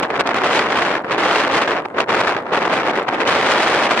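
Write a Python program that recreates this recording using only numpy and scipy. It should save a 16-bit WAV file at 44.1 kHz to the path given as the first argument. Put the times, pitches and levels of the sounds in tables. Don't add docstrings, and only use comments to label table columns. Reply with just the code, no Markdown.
import sys
import numpy as np
from scipy import signal
from scipy.fft import rfft, irfft
from scipy.io import wavfile
from scipy.ndimage import uniform_filter1d, map_coordinates

SR = 44100
rng = np.random.default_rng(int(sys.argv[2]) if len(sys.argv) > 2 else 0)


def log_audio(samples):
    frames = np.atleast_2d(samples).T
    limited = np.clip(frames, -1, 1)
    pcm = np.round(limited * 32767).astype(np.int16)
    wavfile.write(sys.argv[1], SR, pcm)


N = 176400


def amp(db):
    return 10 ** (np.asarray(db) / 20)


def unit(x):
    return x / np.sqrt(np.mean(x ** 2) + 1e-20)


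def curve_at(points, hz):
    freq_hz, value = np.transpose(points)
    return np.interp(np.log(hz + 1), np.log(freq_hz + 1), value)


def colour(x, points):
    return irfft(rfft(x) * amp(curve_at(points, np.fft.rfftfreq(N, 1 / SR))), N)


def field_hiss(level_db=-66.5):
    # freq_hz, density_db
    spectrum = [(200, -1), (1500, 1), (4000, -9), (7000, -12.5), (11000, -24), (13500, -40), (16000, -47)]
    return amp(level_db) * unit(colour(rng.standard_normal((2, N)), spectrum))


def buffets(t):
    # centre_s, sigma_s, peak_db
    pulses = [(0.103, 0.00207, 10.5), (.145, 0.00103, 10), (0.208, 0.00197, 8), (.24, 0.0013, 10),
              (0.274, .0016, 17.5), (.344, 0.00083, 16.5), (0.363, 0.0028, 4.5), (.448, 0.00294, 6),
              (0.593, 0.0031, 6), (0.772, 0.00287, 5), (0.823, 0.00112, 9.5), (1.048, 0.00193, 6),
              (1.092, 0.0022, 9.5), (1.515, 0.00098, 10), (1.85, 0.0026, 7.5), (1.884, 0.00072, 12),
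              (1.948, 0.00134, 13), (2.004, 0.0026, 6.5), (2.063, .0015, 16.5), (2.469, 0.0026, 9.5),
              (2.558, .002, 8), (3.253, 0.00085, 12), (3.583, .002, 7)]
    return sum(peak_db * np.exp(-.5 * ((t - centre_s) / sigma_s) ** 2)
               for centre_s, sigma_s, peak_db in pulses)


def air_speed(strength_db, unrest):
    # rate_hz, density_db
    flutter_spectrum = [(3, -14), (12, -5.5), (30, -1), (100, -2), (400, -8.5), (1500, -43.5), (5000, -53)]
    slaps_per_s, slap_decay_s, db_per_doubling = 110, .0007, 28
    flutter = 1.42 * unit(colour(rng.standard_normal(N), flutter_spectrum))
    kicks = rng.uniform(0, 2, N) * (rng.random(N) < slaps_per_s / SR)
    slaps = 3.5 * signal.lfilter([1], [1, -np.exp(-1 / (slap_decay_s * SR))], kicks)
    flow_db = uniform_filter1d(strength_db + unrest * (flutter + slaps), size=9)
    return 2 ** np.clip(flow_db / db_per_doubling, -10, 2)


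def eddy_pattern(oversample):
    # freq_hz, density_db
    spectrum = [(30, -1), (300, 3), (600, 3), (1200, 0.5), (2000, -3.5), (3000, -9.5), (4500, -20.5),
                (7000, -35), (10000, -50), (14000, -65), (22000, -76)]
    # freq_hz, coherence (clipped to 0-1)
    likeness = [(320, 1.48), (600, 0.84), (1000, 0.88), (1700, .66), (2800, 0.4), (10000, 0.24)]
    # freq_hz, phase_rad
    lag = [(700, 0.027), (1400, -0.14), (2600, 0.77), (4500, 2.58), (10000, 3.9)]
    # freq_hz, level_db
    balance = [(800, 0), (2000, 0), (4500, 2.5), (9000, 4)]
    size, shared_below_hz = N * oversample, 380
    hz = np.fft.rfftfreq(size, 1 / (SR * oversample))
    shared, own = rfft(rng.standard_normal((2, size)))
    smallness = hz ** 2 / (hz ** 2 + shared_below_hz ** 2)
    coherence = 1 - smallness * (1 - np.clip(curve_at(likeness, hz), 0, 1))
    lean = amp(smallness * curve_at(balance, hz) / 2)
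    left = shared * lean * np.exp(1j * smallness * curve_at(lag, hz))
    right = (coherence * shared + np.sqrt(1 - coherence ** 2) * own) / lean
    return unit(irfft(np.array([left, right]) * amp(curve_at(spectrum, hz)), size))


def eddy_lumps(pressure, unrest, push_db):
    # rate_hz, density_db
    lump_spectrum = [(4, -25), (20, 5.5), (80, 0), (250, -5.5), (700, -34), (2000, -73)]
    # freq_hz, gain_db
    band = [(150, -11), (400, -4.5), (900, -0.5), (2500, 3.5), (6000, -0.5)]
    unevenness = unit(colour(rng.standard_normal(N), lump_spectrum))
    lumps_db = 2.0 * unrest * np.clip(unevenness, -3, 1.8)
    return pressure + colour(pressure, band) * (amp(lumps_db + push_db) - 1)


def wind():
    # time_s, level_db
    gusts = [(0.0, -25.0), (0.02, -37), (0.03, -20.0), (0.09, -47.5), (0.11, -29.5), (0.13, -36.5),
             (0.17, -24.5), (0.19, -39), (0.2, -14), (0.23, -40.5), (0.26, -36.5), (0.27, -20.5),
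             (0.28, -33.5), (0.3, -23), (0.33, -34), (0.37, -21.5), (0.43, -30.0), (0.44, -18.5),
             (0.49, -21.5), (0.56, -13.5), (0.69, -28.0), (0.71, -20.5), (0.76, -24.5), (0.77, -19),
             (0.96, -25.0), (1.03, -47), (1.11, -32.5), (1.12, -18), (1.17, -35.5), (1.18, -21.0),
             (1.39, -15.5), (1.51, -27.5), (1.52, -20), (1.57, -14.5), (1.61, -24), (1.62, -15.0),
             (1.67, -32.0), (1.68, -20.5), (1.79, -30.5), (1.84, -49.5), (1.86, -31.5), (1.87, -56.5),
             (1.94, -48.5), (1.97, -30.1), (2.02, -20.5), (2.05, -49.5), (2.07, -53), (2.09, -21.5),
             (2.2, -20), (2.21, -11), (2.22, -25.5), (2.3, -19.5), (2.34, -30.5), (2.38, -30),
             (2.43, -46.5), (2.52, -36), (2.53, -21), (2.65, -28.0), (2.66, -17.0), (2.67, -30.5),
             (2.75, -19.0), (2.83, -28), (2.91, -23.0), (2.92, -34.5), (2.97, -24), (3.05, -39),
             (3.06, -51.5), (3.09, -18.5), (3.1, -37), (3.14, -25.5), (3.18, -35), (3.21, -20), (3.25, -34),
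             (3.28, -15), (3.43, -19.5), (3.52, -13), (3.57, -19.0), (3.61, -15), (3.83, -17.5),
             (3.85, -13), (3.89, -27), (3.91, -13), (3.95, -22), (4.0, -17)]
    steady_db, gain_db = -20, -14.5
    suction, pressure_exponent, oversample = 0.089, 2.29, 2
    t = np.arange(N) / SR
    strength_db = np.interp(t, *np.transpose(gusts)) - steady_db
    buffet_db = buffets(t)
    unrest = 1 + .06 * np.clip(-strength_db, -4, 9)
    speed = air_speed(strength_db + .6 * buffet_db, unrest)
    travelled = np.cumsum(speed) * oversample
    pressure = np.array([map_coordinates(port, [travelled], order=3, mode="grid-wrap")
                         for port in eddy_pattern(oversample)])
    pressure = pressure - suction * (pressure ** 2 - 1)
    pressure = eddy_lumps(pressure, unrest, push_db=0.25 * buffet_db)
    return amp(gain_db) * pressure * speed ** pressure_exponent


def gain_control(x):
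    threshold_db, share, average_s, fall_db_per_s = -18.5, 0.39, 0.047, 58
    pole = np.exp(-1 / (average_s * SR))
    power = signal.lfilter([1 - pole], [1, -pole], (x ** 2).mean(0))
    power_db = 10 * np.log10(power + 1e-12)
    fall_db = np.arange(N) / SR * fall_db_per_s
    held_db = np.maximum.accumulate(power_db + fall_db) - fall_db
    return x * amp(-share * np.maximum(held_db - threshold_db, 0))


def scene():
    return wind() + field_hiss()


def record(dry):
    # freq_hz, gain_db
    response = [(10, -61), (28, -48), (45, -28), (72, -18.5), (130, -12), (200, -8), (320, -2), (600, 0),
                (3000, 0.5), (6000, 5.84), (10500, 11.5), (13500, 2), (16000, -24)]
    ceiling, knee, cutoff_hz = .92, 4, 15800
    levelled = gain_control(colour(dry, response))
    rounded = levelled / (1 + abs(levelled / ceiling) ** knee) ** (1 / knee)
    lowpass = signal.firwin(511, cutoff_hz, window=("kaiser", 9), fs=SR)
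    return signal.oaconvolve(rounded, lowpass[None], "same")


dry = scene()
out = record(dry)
log_audio(out)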